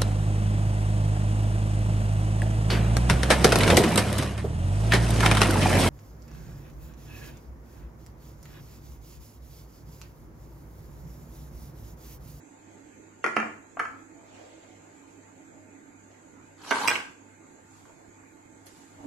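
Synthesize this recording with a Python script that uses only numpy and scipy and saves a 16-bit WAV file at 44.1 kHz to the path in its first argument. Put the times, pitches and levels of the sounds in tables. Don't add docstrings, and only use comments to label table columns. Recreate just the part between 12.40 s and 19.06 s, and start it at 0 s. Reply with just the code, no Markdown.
import sys
import numpy as np
from scipy import signal
from scipy.fft import rfft, irfft, next_fast_len
from scipy.io import wavfile
from scipy.ndimage import uniform_filter1d

SR = 44100
rng = np.random.default_rng(int(sys.argv[2]) if len(sys.argv) > 2 else 0)


def store_wav(level_fs):
    pcm = np.round(np.clip(np.atleast_2d(level_fs), -1, 1) * 32767)
    wavfile.write(sys.argv[1], SR, pcm.T.astype(np.int16))


def ratio_of_db(decibels):
    return 10 ** (np.asarray(decibels, float) / 20)


N = 293926

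# (frequency [Hz], level [dB], time to fall 60 dB [s])
RIM = [(3100, -18, 0.076), (4380, -25, 0.016), (5300, -28, 0.048), (6620, -21, 0.045), (8400, -50, 0.028)]
# (frequency [Hz], level [dB per Hz])
DISH_CRACK = [(300, -0.5), (1200, 1), (2700, -9.5), (3300, -18.5), (3850, -31.5), (4450, -17.5),
              (6600, -24), (7300, -38), (8500, -25.5), (11000, -29), (13500, -48)]
# (frequency [Hz], level [dB], time to fall 60 dB [s])
TRAY = [(412, -8.5, 0.037), (588, -8, 0.038), (916, -0.5, 0.055), (1010, -4, 0.041), (1130, -1.5, 0.029),
        (1173, -4.5, 0.022), (1550, -2, 0.052), (1940, -15, 0.035), (2170, -8.5, 0.027),
        (2820, -0.5, 0.034), (3350, -6, 0.01), (4100, -17, 0.0089), (4660, -29, 0.02), (5860, -17.5, 0.015)]


def dish_landing():
    # (time [s], peak [dB], strongest pitch [Hz], treble [dB], freedom to ring [factor])
    hits = [(.8411, -14, 1680, 4, 0.26), (.8432, -13.5, 1410, -3.5, 0.77), (.8472, -20, 2000, -8, 0.78),
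            (.8625, -21, 1700, 1, 0.46), (.876, -23, 1500, 2, 0.52), (.9636, -28, 1500, 12, 0.2),
            (.9661, -7.5, 1920, -5.5, 0.72), (.9875, -21.5, 900, -4, 0.67), (1.0005, -19.5, 1870, 2, 0.38),
            (1.028, -25, 1400, -6, 0.81), (1.057, -30, 1700, 2.5, 0.43)]
    # (frequency [Hz], level [dB], time to fall 60 dB [s])
    body = [(567, -8, 0.074), (710, -1, 0.037), (903, -3, 0.041), (1054, -1, 0.022), (1324, -0.5, 0.044),
            (1412, 3.5, 0.057), (1640, -4, 0.033), (1733, 1.5, 0.053), (1910, 0, 0.047), (2040, -7, 0.068),
            (2170, -7, 0.03), (2386, 0.5, 0.044), (2600, -11.5, 0.018), (2740, -8.5, 0.023)]
    return blows(hits, np.vstack([body, RIM]), DISH_CRACK, ring_db=-2.5, crack_db=-5.0, thump_db=-14.5,
                 focus_db=3.0, pan_db=3.5, rock_db=-10.5)


def dish_settling():
    # (time [s], peak [dB], strongest pitch [Hz], treble [dB], freedom to ring [factor])
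    hits = [
        (1.3705, -26.5, 895, -20, 0.72),
        (1.3935, -21, 1650, 2, 1),
        (1.3975, -17.5, 1440, -4.5, 0.97),
        (1.418, -32, 1610, -8, 0.66),
        (1.452, -30, 1650, -3, 1),
    ]
    # (frequency [Hz], level [dB], time to fall 60 dB [s])
    flat = [(590, -28, .08), (724, 3, 0.037), (1000, -19, 0.032), (1297, -1.5, 0.055), (1360, -3, 0.065),
            (1410, -15, .08), (1537, -4, 0.061), (1590, -3, 0.053), (1710, -5, 0.05), (1945, -8, 0.051),
            (2240, -8.5, .06), (2440, -9, .07)]
    return blows(hits, np.vstack([flat, RIM]), DISH_CRACK, ring_db=-1.1, crack_db=-0.5, thump_db=-18.0,
                 focus_db=12.0, pan_db=-2.5, rock_db=3.0)


def tray_bumps():
    # (time [s], peak [dB], strongest pitch [Hz], treble [dB], freedom to ring [factor])
    hits = [(4.3065, -20.5, 2600, 7, 0.89), (4.3095, -11.5, 1360, 5.5, 0.62),
            (4.3145, -10.5, 1480, -15, 0.68), (4.322, -15.5, 1590, -8.5, 0.59),
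            (4.343, -31, 1500, -9, 0.39), (4.349, -27.5, 1150, -6, 0.25), (4.356, -22.5, 1150, -8, .4),
            (4.367, -24, 1000, -8.5, 0.71), (4.386, -19, 990, -5.5, 0.22), (4.414, -23.5, 1010, -8, 0.49),
            (4.436, -21, 830, -4.5, 0.97), (4.4445, -21, 830, -11, 0.45), (4.454, -17, 1100, -11, .4),
            (4.483, -15, 920, -20.5, 0.3), (4.505, -12, 1970, -4.5, 0.42), (4.5125, -14.5, 1840, -8, 0.64),
            (4.518, -15.5, 1547, -4.5, 0.59), (4.604, -27.5, 1790, -12, 0.21),
            (5.453, -46, 1260, -9.5, 0.72), (5.495, -43, 890, -19, 0.71)]
    # (frequency [Hz], level [dB per Hz])
    colour = [(300, 8.5), (1200, -1.5), (2300, -3.5), (3300, -5.5), (4100, -10), (4700, -18), (6200, -14),
              (7000, -27.5), (10000, -22.5), (13500, -28.5)]
    return blows(hits, TRAY, colour, ring_db=-3.0, crack_db=-4.0, thump_db=-25.0,
                 focus_db=28.5, pan_db=-6.0, rock_db=3.5)


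def tray_drag():
    # (time [s], level [dB])
    scrape = [(4.17, -72), (4.22, -57), (4.28, -45), (4.36, -40), (4.44, -37), (4.52, -40.5), (4.57, -43.5),
              (4.62, -68), (4.66, -92)]
    # (frequency [Hz], level [dB per Hz])
    rub = [(1470, -10), (2500, -1.5), (3400, -4.5), (3950, -1.5), (4500, 0.5), (5000, -1.5), (6210, -7),
           (7150, -6), (11500, -13), (12700, -18), (13500, -30)]
    grits_per_s, kinds = 500, 6
    span = 4 * SR, 5 * SR
    rattle = np.zeros(SR)
    for _ in range(kinds):
        lands = rng.random(SR) < grits_per_s / kinds / SR
        grit = lands * ratio_of_db(1.6 * np.minimum(rng.exponential(1, SR), 4))
        tick = ring(TRAY, 730, 2.0, focus_db=2.0, free=0.2, split=0.16)
        rattle += signal.oaconvolve(grit, tick)[:SR]
    rattle = np.pad(evened(rattle), (span[0], N - span[1]))
    grains = ratio_of_db(1.1 * evened(uniform_filter1d(rng.standard_normal(N), size=90)))
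    scrape_db = curve(scrape)
    rattle_gain = ratio_of_db(0.87 * scrape_db - 5)
    return rattle_gain * rattle + ratio_of_db(scrape_db + 0.5) * grains * noise(rub, 4.0, size=256, span=span)


def bowl_knocks():
    # (time [s], peak [dB], strongest pitch [Hz], treble [dB], freedom to ring [factor])
    hits = [
        (4.4762, -6.5, 2650, 7, 0.39),
        (4.4812, -12, 2520, -0.5, 0.7),
        (4.4915, -12, 2420, 0, 1),
        (4.4995, -25.5, 2490, 19, 0.95),
        (4.5185, -47, 2500, 17, .7),
        (4.5545, -21, 2420, -7.5, 0.79),
        (4.5570, -18, 2420, -5, 0.47),
        (4.5610, -24.5, 2420, -9, 0.35),
    ]
    # (frequency [Hz], level [dB], time to fall 60 dB [s])
    body = [(2430, 9, 0.066), (2690, 11.5, 0.021), (3208, -2.5, 0.017), (4970, 0, 0.024),
            (5500, -0.5, 0.017), (5830, 0, .02), (8000, -9.5, 0.21), (7940, -12, .08), (8457, -11, 0.1),
            (9180, -8, .03), (8730, -11.5, 0.05), (12030, -17, 0.041)]
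    # (frequency [Hz], level [dB per Hz])
    colour = [(500, -13), (2500, 7), (4000, -10.5), (5500, -16), (7000, -17), (8500, -22), (10800, -33),
              (12000, -10), (13500, -44)]
    return blows(hits, body, colour, ring_db=-4.5, crack_db=-5.5, thump_db=-26.5,
                 focus_db=12.5, pan_db=-7.0, rock_db=11.5)


def blows(hits, modes, shape, ring_db, crack_db, thump_db, focus_db, pan_db, rock_db):
    # (frequency [Hz], level [dB], time to fall 60 dB [s])
    counter = [(125, 1, 0.027), (175, -9, 0.18), (223, -1.5, 0.25), (305, 1, 0.16), (362.6, -4, 0.21),
               (422, -10.5, 0.1), (488, 0, 0.25)]
    out = np.zeros((2, N))
    for k, (s, db, hz, treble_db, free) in enumerate(hits):
        lean_db = pan_db + rock_db * (-1) ** k
        sides = ratio_of_db(db + np.array([[.5], [-.5]]) * lean_db)
        add(out, s, sides * ratio_of_db(ring_db) * ring(modes, hz, treble_db, focus_db, free))
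        add(out, s, sides * ratio_of_db(crack_db) * crack(shape, hz, treble_db, 0.028 * free))
        thump_sides = ratio_of_db(1.2 * db + thump_db + np.array([[-2.5], [2.5]]))
        add(out, s, thump_sides * ring(counter, 300, 0, 0, size=7000))
    return out


def ring(modes, centre_hz, treble_db, focus_db, free=0.72, split=0.011, size=3000):
    hz, db, t60 = np.transpose(np.vstack([modes, modes]))[:, :, None]
    t = np.arange(size) / SR
    db = db + np.where(hz > 3500, treble_db, -focus_db * np.log2(hz / centre_hz) ** 2)
    db = db - 6 * (np.arange(len(hz)) >= len(modes))[:, None]
    detune, sign = rng.uniform(-1, 1, (2,) + hz.shape)
    turns = hz * (1 + split * detune) * t
    dying = ratio_of_db(db - 60 * t / (t60 * free))
    x = (np.sign(sign) * dying * np.sin(2 * np.pi * turns)).sum(0)
    x = x * (1 - np.exp(-t / 0.00035))
    return x / abs(x).max()


def crack(shape, centre_hz, treble_db, t60):
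    hz, t = np.fft.rfftfreq(2048, 1 / SR), np.arange(2048) / SR
    focus_db = -2.2 * np.log2(np.clip(hz, 40, 3500) / centre_hz) ** 2
    colour = ratio_of_db(read(shape, hz) + focus_db + treble_db * (hz > 3500))
    x = irfft(rfft(rng.standard_normal((2, len(t)))) * colour)
    x = x * ratio_of_db(-60 * t / t60) * (1 - np.exp(-t / 0.0011))
    x = x + .5 * x[::-1]
    return x / abs(x).max()


def kitchen(x):
    # (frequency [Hz], time to fall 60 dB [s])
    dying = [(150, 0.43), (400, 0.41), (1040, 0.44), (2760, 0.41), (7280, 0.42), (13000, 0.35)]
    first = 160
    taps = np.zeros((2, 30000))
    at = np.arange(first, 29980, 20) + rng.integers(0, 20, (2, 1491))
    np.put_along_axis(taps, at, rng.choice([-1., 1.], at.shape), 1)
    hz, t, z = signal.stft(taps, SR, nperseg=256)
    low = hz < 350
    z[1, low] = 1.22 * z[0, low] + .5 * z[1, low]
    tail = signal.istft(z * ratio_of_db(-60 * t / read(dying, hz)[:, None]), SR, nperseg=256)[1]
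    tail = tail * (np.arange(tail.shape[1]) >= first)
    return signal.oaconvolve(x.mean(0)[None], tail / np.linalg.norm(tail[0]), axes=1)[:, :N]


def brushes():
    # (loudest time [s], level [dB], rise [s], fall [s], dull to bright [0 to 1])
    strokes = [
        (.33, -62.5, 0.27, 0.65, 0.15),
        (1.96, -53.5, 0.18, 0.88, 0.065),
        (2.68, -71, 0.061, 0.57, 0.61),
        (3.71, -62, .03, 0.24, 0.11),
        (4.08, -66, 0.28, .3, 0.3),
        (5.371, -64.5, 0.22, 0.44, 1),
        (6.267, -56, 0.0087, 0.075, 0.83),
        (6.37, -61, 0.29, 0.48, 0.91),
        (6.66, -62, 0.13, .1, 0.3),
    ]
    # (frequency [Hz], level [dB per Hz])
    dull_colour = [(300, -1), (600, 13), (1200, -4.5), (2600, -1), (5000, -10), (7000, -9), (13500, -49)]
    # (frequency [Hz], level [dB per Hz])
    bright_colour = [(800, 13), (2000, 4.5), (4200, 4.5), (7000, 4.5), (10000, 1), (12500, -2.5),
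                     (13600, -19)]
    # (time [s], peak [dB], frequency [Hz])
    ticks = [
        (6.26, -44, 11100),
        (6.266, -46, 12000),
        (6.2665, -37.5, 4200),
        (6.275, -44, 9940),
        (6.2834, -44, 6400),
    ]
    dull, bright = noise(dull_colour, 2.5, size=512), noise(bright_colour, 1.6, size=256)
    out = np.zeros((2, N))
    for *stroke, share in strokes:
        share = np.clip(share, 0, 1)
        out += ratio_of_db(3.0) * hump(*stroke) * ((1 - share) * dull + share * bright)
    t = np.arange(600) / SR
    for s, db, hz in ticks:
        burst = rng.standard_normal((2, 600)) * 0.99 + np.sin(2 * np.pi * hz * t)
        burst = signal.lfilter([1, -.9], [1], burst)
        add(out, s, ratio_of_db(db - 9.5 - 60 * t / 0.028) * burst)
    return out


def groan():
    # (time [s], level [dB])
    swelling = [(6.53, -66), (6.57, -55), (6.61, -53), (6.635, -55), (6.645, -44), (6.67, -30)]
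    # (frequency [Hz], level [dB per Hz])
    colour = [(60, -2), (110, -7), (300, -7), (630, -9), (900, -10), (1500, -25), (2600, -27)]
    # (loudest time [s], level [dB], rise [s], fall [s])
    thuds = [
        (6.61, -48, 0.089, 0.067),
        (6.647, -46, 0.017, .04),
    ]
    tone = np.sin(2 * np.pi * 284 * np.arange(N) / SR) * np.sqrt(2)
    thudding = noise(colour, 2.0, size=512, span=(6 * SR, N))
    return ratio_of_db(curve(swelling) + [[-3], [2.5]]) * tone + sum(hump(*row) for row in thuds) * thudding


def hoots():
    # (time [s], length [s], frequency [Hz], level [dB])
    calls = [
        (1.724, 0.19, 674, -59),
        (1.852, 0.14, 613, -64),
        (2.278, 0.078, 737, -60),
        (3.106, 0.22, 626, -60.5),
        (6.552, 0.093, 630, -63.5),
    ]
    out = np.zeros(N)
    for s, length, hz, db in calls:
        fade = signal.windows.tukey(round(length * SR), .6)
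        add(out, s, ratio_of_db(db) * fade * np.sin(2 * np.pi * hz * np.arange(len(fade)) / SR))
    return out * ratio_of_db([[.5], [-1.5]])


def background():
    # (time [s], level [dB])
    swell = [(0.0, -57), (0.42, -55.5), (0.8, -64.5), (1.7, -51), (1.9, -57.5), (2.37, -59.5),
             (3.13, -55.5), (3.4, -52.5), (3.75, -62), (3.99, -52.5), (4.15, -60.5), (4.9, -59), (5.3, -64),
             (5.6, -57.5), (6.03, -59), (6.15, -59.5)]
    # (frequency [Hz], width [Hz], level [dB])
    room = [(274.8, 17.7, 7), (299, 13, -3), (321.4, 18, 5)]
    # (frequency [Hz], level [dB per Hz])
    rumble_colour = [(20, -30.5), (65, -16), (110, -14), (135, -16.5), (236, -11.5), (280, -8), (500, -14),
                     (800, -15.5), (1150, -21.5), (1600, -21), (2000, -22.5), (2600, -23.5), (2750, -85)]
    # (frequency [Hz], width [Hz], level [dB])
    whines = [(158.4, 6.3, 1.5), (208, 8.7, -14), (630, 8, -24), (883.2, 25, 4.5), (1205, 9.8, -6.5),
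              (1427, 11, -1.5), (1596, 6, -3.5), (2140, 3.6, -4)]
    # (frequency [Hz], level [dB per Hz])
    hiss = [(2650, -5.5), (3300, -11), (4200, -11.5), (5600, -17), (5950, -18.5), (6250, -1), (7200, 3),
            (8000, -3.5), (8300, -19), (9300, -23), (10000, -22), (10400, -16), (11600, -15.5),
            (12600, -25), (13400, -26.5)]
    boom, swell_db = narrow(room), curve(swell, rest=None)
    boom = ratio_of_db(swell_db + 0.5) * (boom * ratio_of_db([[-9], [1.5]]) + 0.31 * boom[::-1])
    rumble = ratio_of_db(-55 + 0.15 * (swell_db - swell_db.mean())) * noise(rumble_colour, 2.37)
    return boom + rumble + hum() + ratio_of_db(-64) * narrow(whines) + ratio_of_db(-62.5) * noise(hiss, 2.35)


def hum():
    hum_hz, beats_per_s, beat_top_s = 99.64, 2.375, 1.98
    t = np.arange(N) / SR - beat_top_s
    fast = np.cos(2 * np.pi * (hum_hz + beats_per_s / 2) * t)
    slow = np.cos(2 * np.pi * (hum_hz - beats_per_s / 2) * t)
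    waver = evened(sum(np.sin(2 * np.pi * (f * t + rng.random())) for f in np.geomspace(3, 9, 12)))
    return ratio_of_db(-66 + 1.2 * waver) * np.sqrt(2) * (fast + ratio_of_db(-4.5) * slow)


def noise(shape, patchy_db, size=1024, span=(0, N)):
    # (frequency [Hz], likeness [-1 to 1])
    likeness = [(60, 0.54), (130, 1), (280, 0.9), (600, -0.19), (1300, -0.13), (2800, 0.039),
                (6040, -0.0044), (13000, -0.11)]
    # (frequency [Hz], level [dB])
    leaning = [(60, -9.5), (130, 0), (280, -10), (600, -1.5), (1300, -3.5), (2800, -2), (6040, -2.5),
               (13000, -2.5)]
    count = span[1] - span[0]
    frames, hz = count * 4 // size + 5, np.fft.rfftfreq(size, 1 / SR)
    a, b, c, d, patches = rng.standard_normal((frames, len(hz), 5)).T
    patches = uniform_filter1d(patches, size=8, axis=0)
    patches = evened(uniform_filter1d(patches, size=12, axis=1))
    same = np.clip(read(likeness, hz), -1, 1)[:, None]
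    lean = ratio_of_db(read(leaning, hz) / 2)[:, None]
    left, other = a + 1j * b, c + 1j * d
    right = same * left + np.sqrt(1 - same ** 2) * other
    z = np.array([left * lean, right / lean])
    inside = (hz >= shape[0][0]) & (hz <= shape[-1][0])
    z *= ratio_of_db(read(shape, hz)[:, None] + patchy_db * patches) * inside[:, None]
    x = evened(signal.istft(z, nperseg=size, noverlap=size * 3 // 4)[1][:, :count])
    return np.pad(x, ((0, 0), (span[0], N - span[1])))


def narrow(peaks):
    size = next_fast_len(N)
    hz = np.fft.rfftfreq(size, 1 / SR)
    shape = sum(ratio_of_db(db) / np.sqrt(width) / (1 + (2 * (hz - f) / width) ** 2) for f, width, db in peaks)
    return evened(irfft(rfft(rng.standard_normal((2, size))) * shape, size)[:, :N])


def hump(top_s, db, rise_s, fall_s):
    t = np.arange(N) / SR - top_s
    return ratio_of_db(db - 20 * np.where(t < 0, -t / rise_s, t / fall_s))


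def curve(rows, rest=-140.):
    s, db = np.transpose(rows)
    return np.interp(np.arange(N) / SR, s, db, left=rest, right=rest)


def read(points, hz):
    f, value = np.transpose(points)
    return np.interp(np.log(hz + 1), np.log(f + 1), value, left=value[0], right=value[-1])


def evened(x):
    return x / np.sqrt(np.mean(x ** 2) + 1e-20)


def add(mix, s, sound):
    part = mix[..., round(s * SR):][..., :sound.shape[-1]]
    part += sound[..., :part.shape[-1]]


def scene():
    dish, settle, bowl = dish_landing(), dish_settling(), bowl_knocks()
    tray = tray_bumps() + tray_drag()
    before_shift = np.arange(N) < .955 * SR
    echoes = kitchen(dish * before_shift) + kitchen(dish * ~before_shift)
    echoes = echoes + ratio_of_db(-0.8) * kitchen(settle)
    echoes = echoes + ratio_of_db(-1.5) * kitchen(tray) + ratio_of_db(-6.0) * kitchen(bowl)
    struck = dish + settle + tray + bowl + ratio_of_db(-0.5) * echoes
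    no_deep_bass = signal.butter(2, 110., "high", fs=SR, output="sos")
    struck = signal.sosfilt(no_deep_bass, struck)
    return struck + brushes() + groan() + hoots() + background()


def low_pass(x):
    return signal.sosfilt(signal.butter(12, 13630, fs=SR, output="sos"), x)


def record(dry):
    # (frequency [Hz], level [dB per Hz])
    faintest = [(2700, -115), (4000, -117), (6000, -118.5), (9000, -119.5), (13000, -121)]
    hz, t, z = signal.stft(dry, SR, nperseg=2048, noverlap=1536, scaling="psd")
    middle = np.minimum(np.arange(len(hz)) // 8 * 8 + 4, len(hz) - 1)
    power = uniform_filter1d(abs(z) ** 2, size=8, axis=1)
    power = uniform_filter1d(power, size=3, axis=2).mean(0)
    band_db = 10 * np.log10(2 * power[middle] + 1e-30)
    strong_hiss = (abs(hz - 7150) < 1250)[:, None]
    dip_db = uniform_filter1d(band_db, size=41, axis=0) - 1.5 - 9 * strong_hiss
    limit_db = np.maximum(read(faintest, hz)[:, None], dip_db)
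    keep = 1 / (1 + np.exp(np.clip((limit_db - band_db) / .2, -30, 6)))
    keep = np.where(hz[:, None] < 2600, 1, keep) * (hz[:, None] < 13200)
    kept = signal.istft(z * keep, SR, nperseg=2048, noverlap=1536, scaling="psd")[1][:, :N]
    return low_pass(kept)


dry = scene()
out = record(dry)
store_wav(out)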